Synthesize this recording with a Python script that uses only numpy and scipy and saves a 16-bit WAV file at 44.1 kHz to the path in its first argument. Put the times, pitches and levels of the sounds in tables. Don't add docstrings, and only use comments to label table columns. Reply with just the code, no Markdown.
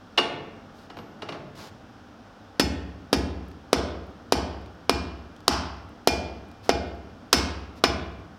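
import sys
import numpy as np
from scipy import signal
from scipy.fft import rfft, irfft
from scipy.io import wavfile

SR = 44100
rng = np.random.default_rng(int(sys.argv[2]) if len(sys.argv) > 2 else 0)


def int16_out(signal):
    q = np.round(np.clip(np.atleast_2d(signal).T, -1, 1) * 32767)
    wavfile.write(sys.argv[1], SR, q.astype(np.int16))


N = 369558
AGE = np.arange(SR) / SR


def from_db(db):
    return 10 ** (np.asarray(db) / 20)


def add(track, start_s, sound):
    at = int(start_s * SR)
    track[at:at + len(sound)] += sound[:N - at]


def highpass(x, corner_hz, order=2):
    sos = signal.butter(order, corner_hz, "high", fs=SR, output="sos")
    return signal.sosfilt(sos, x + 1e-18)


def colour_gain(spectrum, size):
    hz, db = np.transpose(spectrum)
    bin_hz = np.maximum(np.fft.rfftfreq(size, 1 / SR), 1)
    gain = from_db(np.interp(np.log(bin_hz), np.log(hz), db))
    return gain * np.minimum(bin_hz / hz[0], 1) ** 2


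def noise(spectrum, size):
    white = rng.standard_normal(size)
    x = irfft(rfft(white) * colour_gain(spectrum, size), size)
    return x / x.std()


def arch(length_s):
    return np.sin(np.pi * np.clip(AGE / length_s, 0, 1))


def wander(rate_hz):
    knots = rng.standard_normal(2000)
    return np.interp(AGE * rate_hz, np.arange(len(knots)), knots)


def ring(modes):
    return sum(from_db(db - 60 * AGE / t60_s) * np.sin(2 * np.pi * hz * AGE) for hz, db, t60_s in modes)


def wavering_ring(modes, mingle_s=0.09, rate_hz=28):
    depth = 0.4 * (1 - np.exp(-AGE / mingle_s))
    out = 0
    for hz, db, t60_s in modes:
        phase = 2 * np.pi * hz * AGE + depth * wander(rate_hz)
        level = from_db(db - 60 * AGE / t60_s) * (1 + depth * wander(rate_hz))
        out = out + level * np.sin(phase)
    return out


def wash(table):
    hz, db, t60_s = np.transpose(table)
    edges_hz = np.geomspace(45, 18000, 27)
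    age = AGE[:int(1.5 * t60_s.max() * SR)]
    white = rng.standard_normal((2, len(AGE)))[:, :len(age)]
    out = np.zeros(len(AGE))
    for k, (low, high) in enumerate(zip(edges_hz, edges_hz[1:])):
        centre = np.sqrt(low * high)
        level_db = np.interp(np.log(centre), np.log(hz), db)
        decay_s = np.interp(np.log(centre), np.log(hz), t60_s)
        skirt = min(centre / hz[0], hz[-1] / centre, 1) ** 2
        sos = signal.butter(2, [low, high], "band", fs=SR, output="sos")
        band = signal.sosfilt(sos, white[k % 2] * from_db(-60 * age / decay_s))
        unit_energy = np.sqrt(2 * (high - low) / SR / np.sum(band ** 2))
        out[:len(age)] += band * from_db(level_db) * skirt * unit_energy
    return out


# (frequency [Hz], relative level [dB])
AIR = [(50, -9.5), (62, -15.5), (100, -3.5), (130, -19), (230, -4), (350, -15.5), (750, -15), (950, -19),
       (1450, -18), (2100, -31), (3300, -29.5), (4200, -35), (5300, -33), (7500, -47), (11000, -54),
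       (16000, -54.5)]
AIR_RMS_DB = -48.5
# (frequency [Hz], rms level [dB])
HUM = [(102, -63), (301.5, -61.5), (791, -65.5)]


def hearth():
    t = np.arange(N) / SR
    hum = sum(np.sqrt(2) * from_db(db) * np.sin(2 * np.pi * hz * t) for hz, db in HUM)
    return from_db(AIR_RMS_DB) * noise(AIR, N) + hum


# (time [s], click gain [dB], ring gain
# [dB])
KNOCKS = [(0.1752, -3.5, -40), (0.1787, -5, 3), (0.1814, 1, -30), (0.1879, -6.5, -21), (0.9, -25, -35),
          (0.9688, -25, -37), (0.987, -26.5, -42), (1.2203, -16.5, -25.5), (1.288, -15.5, -23.5),
          (1.3227, -19.5, -28), (1.346, -28, -39)]
# (frequency [Hz], level [dB], t60 [s])
KNOCK_BODY = [(100, 16, 0.37), (149, 21.5, 0.27), (288, 23.5, 0.25), (416, 26, 0.13), (560, 21.5, 0.068),
              (785, 21, 0.024), (1330, 18.5, 0.16), (2210, 5, 0.12)]
# (frequency [Hz], level [dB], t60 [s])
KNOCK_CLICK = [(800, -11, 0.084), (1600, 6.5, 0.032), (2730, 15, 0.06), (3600, 11, 0.012),
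               (4640, 14, 0.087), (6450, -16, 0.25), (8800, -10, 0.086), (10900, -33, .04),
               (15000, -32, .04)]
# (frequency [Hz], level [dB], t60 [s])
KNOCK_RING = [(2807, -19, .11), (2807, -35, .65), (2898, -20, .11), (2898, -32.5, .52), (1556, -36, .35),
              (2562, -43, .8), (3655, -41, .5), (4194, -47, .55), (4576, -36, .25), (5373, -39, .3),
              (8861, -52, .35)]
# (frequency [Hz], level [dB], t60 [s])
TINK = [(12270, -65, 0.48)]
TINK_S = 0.97
HOLLOW_DB, HOLLOW_GAIN = -2, 0.23
HOLLOW_HZ, HOLLOW_DB_PER_OCTAVE = 300, 9


def knocks():
    touches, rings = np.zeros(N), np.zeros(N)
    for s, click_db, ring_db in KNOCKS:
        body_db = HOLLOW_DB - HOLLOW_GAIN * click_db
        lowest_hz = HOLLOW_HZ * 2 ** (click_db / HOLLOW_DB_PER_OCTAVE)
        body = highpass(wash(KNOCK_BODY), lowest_hz)
        knock = wash(KNOCK_CLICK) + from_db(body_db) * body
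        add(touches, s, from_db(click_db) * knock)
        add(rings, s, from_db(ring_db) * wavering_ring(KNOCK_RING))
    add(rings, TINK_S, wavering_ring(TINK))
    return touches, rings


# (start [s], end [s], level before grit and swell [dB])
SLIDES = [(0.731, .88, -57.5), (1.548, 1.70, -45.5), (6.628, 6.70, -49), (7.76, 7.80, -53.5)]
# (frequency [Hz], relative level [dB])
SLIDE = [(300, 4), (900, 4.5), (2000, -3), (5000, -1.5), (8000, -15), (15000, -20.5)]
# (time [s], onset level [dB])
FLAKES = [(3.515, -47), (4.661, -47.5), (5.364, -45), (5.405, -47), (6.515, -45.5)]


def handling(grit_db=1.5, grit_hz=440, flake_t60_s=0.01545):
    out = np.zeros(N)
    for start_s, end_s, db in SLIDES:
        grit = from_db(grit_db * wander(grit_hz))
        swell = np.sqrt(arch(max(end_s - start_s, 0.01)))
        add(out, start_s, from_db(db) * noise(SLIDE, len(AGE)) * grit * swell)
    for s, db in FLAKES:
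        add(out, s, from_db(db - 60 * AGE / flake_t60_s) * noise(SLIDE, len(AGE)))
    return out


# (time [s], thud [dB], crack [dB], clang [dB],
# treble tilt [dB per octave over the top two], body ring [dB], face ring [dB])
BLOWS = [ (2.5962, -12.5, -15.5, 6.5, 2, -16, -0.5), (3.1287, -16.5, -15.5, 4.5, 1.5, -17, -6),
         (3.7296, -3.5, -5.5, 3, -1, -23, -8), (4.3222, -4, -8, 2.5, 1, -18, -10),
         (4.8946, -3, -6, 2.5, -1.5, -6.5, -10), (5.4796, -1, -1, 1.5, 1, -21.5, -15),
         (6.0732, 1, -10, 1.5, 3.5, -2, -4.5), (6.6922, -0.5, -9.5, 5.5, -17, -10, -9),
         (7.3286, -14.5, -3.5, 7.5, 3, -26, 6), (7.8384, -4.5, -5, 10, -7, -17, 1)]
# (frequency [Hz], level [dB], t60 [s])
ROCKING = [(192.6, -23.5, 0.25), (278.6, -17, 0.15), (394, -13, 0.048), (474.5, -13.5, 0.038),
           (686.5, -13.5, 0.071)]
ROCK_DB, ROCK_LOSS = -5, 0.4
SOFT_HZ, HARD_HZ, HARDEN_S = 380, 672, 1.31


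def thuds(best_ratio=0.7, falloff_db=18.0, lowest_hz=170):
    out = np.zeros(N)
    hz, db, t60_s = np.transpose(ROCKING)
    for s, thud_db, crack_db, *_ in BLOWS:
        rock_db = ROCK_DB - ROCK_LOSS * crack_db
        softness = np.exp((BLOWS[0][0] - s) / HARDEN_S)
        thud_hz = HARD_HZ - (HARD_HZ - SOFT_HZ) * softness
        push = -np.sin(2 * np.pi * thud_hz * AGE) * arch(2 / thud_hz) ** 2
        add(out, s, from_db(thud_db) * push)
        octaves_off = np.log2(hz / (best_ratio * thud_hz))
        mode_db = rock_db + db - falloff_db * octaves_off ** 2
        add(out, s + 1 / (2 * thud_hz), ring(zip(hz, mode_db, t60_s)))
    return highpass(out, lowest_hz)


def burst(spectrum, length_s, count=4, size=1024):
    colour = colour_gain(spectrum, size)
    swell = arch(length_s)[:size]
    x = rng.standard_normal(size) * swell
    for _ in range(count):
        phase = np.angle(rfft(x))
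        x = irfft(colour * np.exp(1j * phase), size) * np.sqrt(swell)
    return x * np.sqrt(np.sum(swell ** 2) / np.sum(x ** 2))


def tilted(x, tilt_db, corner_hz=5500):
    top = highpass(x, corner_hz, order=1)
    return x + (from_db(2 * tilt_db) - 1) * top


# (frequency [Hz], level [dB], t60 [s])
CLANG = [(400, -8, 0.089), (800, 10.5, 0.12), (1304, 10, 0.053), (2010, 6.5, 0.11), (2800, 8, 0.11),
         (3900, 6.5, 0.03), (4560, 4, 0.13), (5170, 7.5, 0.14), (6800, -7.5, 0.1), (10410, -7, 0.053),
         (15500, -21.5, .07)]
# (frequency [Hz], relative level [dB])
CRACK = [(250, -2), (700, 3), (1200, 9.5), (1900, -7), (3200, -2), (4000, -1), (5200, 5), (6800, -14.5),
         (11000, -20), (16000, -32.5)]


def cracks(crack_s=0.0032):
    out = np.zeros(N)
    for s, _, crack_db, clang_db, tilt_db, _, _ in BLOWS:
        strike = from_db(clang_db) * wash(CLANG)
        add(strike, 0, from_db(crack_db) * burst(CRACK, crack_s))
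        add(out, s, tilted(strike, tilt_db))
    return out


# (frequency [Hz], level [dB], t60 [s], share [0 = body bending .. 1 = face ringing])
ANVIL = [(1503, -33, 0.45, 0.77), (1653, -42, 0.95, 0.7), (2169, -37.5, .6, .9), (2415, -27.5, .35, 0),
         (2415, -36, .95, 0), (5208, -23, .21, 1), (2988, -44, 0.91, 0.6), (3610, -39.5, 0.3, 1),
         (4426, -37, 0.55, 0.88), (4824, -36.5, 0.384, .6), (5900, -39.5, 0.3, 0.57),
         (13520, -57, .18, 0.82), (14340, -46.5, .17, .8), (15410, -49.5, .17, 0.8)]


def anvil(spread_db=-0.4):
    out = np.zeros(N)
    hz, db, t60_s, face = np.transpose(ANVIL)
    face = np.clip(face, 0, 1)
    for s, *_, body_db, face_db in BLOWS:
        place_db = (1 - face) * body_db + face * face_db
        mode_db = db + place_db + spread_db * rng.standard_normal(len(hz))
        add(out, s, wavering_ring(zip(hz, mode_db, t60_s)))
    return out


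# (frequency [Hz], level [dB], t60 [s])
BOOM = [(64.3, -26.5, 0.7), (67.47, -22.5, 0.94), (83.7, -26.5, 1.02), (101.3, -44.5, 1.7),
        (169.1, -37, 1.32), (185.2, -31.5, 0.79), (259, -34.5, 0.97)]
# (frequency [Hz], level [dB], t60 [s])
RUMBLE = [(130, 6.5, 0.55), (192.6, 25.5, 0.546), (316, 27.5, 0.98), (490, 12, 0.7), (892, -14.5, .6)]
BOOM_DB, BOOM_LOSS = -2, 0.23


def boom(build_s=0.069, rumble_build_s=0.005, glide_hz=480, glide_s=0.0217, glide_db=-19, glide_t60_s=0.19):
    out = np.zeros(N)
    phase = 2 * np.pi * glide_hz * glide_s * np.log1p(AGE / glide_s)
    onset = 1 - np.exp(-AGE * glide_hz / 2)
    glide = from_db(glide_db - 60 * AGE / glide_t60_s) * np.sin(phase) * onset
    room_modes = ring(BOOM) * (1 - np.exp(-(AGE / build_s) ** 2))
    rumble = wash(RUMBLE) * (1 - np.exp(-AGE / rumble_build_s))
    swell = room_modes + rumble
    for s, thud_db, *_ in BLOWS:
        add(out, s, from_db(BOOM_DB - BOOM_LOSS * thud_db) * (glide + swell))
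    return out


SPARK_FIRST_S, SPARK_LAST_S = 0.15, 0.45
SPARK_DB, SPARK_T60_S, SPARK_LOW_HZ = -65, 0.008, 8000


def sparks(spread_db=6.0, count=4):
    out = np.zeros(N)
    for s, *_ in BLOWS:
        for flight, size in zip(rng.random(count), rng.standard_normal(count)):
            level_db = SPARK_DB + spread_db * size - 60 * AGE / SPARK_T60_S
            pop = from_db(level_db) * rng.standard_normal(len(AGE))
            pop_s = s + SPARK_FIRST_S + flight * (SPARK_LAST_S - SPARK_FIRST_S)
            add(out, pop_s, pop)
    return highpass(out, SPARK_LOW_HZ)


# (frequency [Hz], level [dB], t60 [s])
FORGE = [(99.3, 7.5, 2.5), (244, -3, 1.1), (450, -6, 1.06), (723, -2, 0.9), (1200, -9.5, 0.88),
         (2226, -5.5, 0.84), (4200, -12.5, 0.62), (8020, -8.5, 0.41), (11080, -12, 0.16),
         (16000, -15.5, 0.41)]


def forge(x, near_s=0.0074, far_s=0.034, early=0.46):
    build = np.interp(AGE, [0, near_s, far_s - near_s, far_s], [0, early, early, 1])
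    return signal.fftconvolve(x, wash(FORGE) * build)[:N]


def scene():
    touches, knock_rings = knocks()
    thud, crack, small = thuds(), cracks(), handling()
    rings = anvil() + knock_rings
    struck = from_db(-3.0) * thud + from_db(1.67) * crack
    loose = from_db(4.5) * touches + small
    room = forge(struck + loose + from_db(-19) * rings)
    direct = thud + crack + touches + small + rings
    return (direct + room + boom() + hearth() + sparks())[None]


def record(dry, ceiling=0.62, stopband_hz=17000):
    sos = signal.cheby2(14, 60, stopband_hz, fs=SR, output="sos")
    return signal.sosfilt(sos, np.clip(dry, -ceiling, ceiling))


dry = scene()
out = record(dry)
int16_out(out)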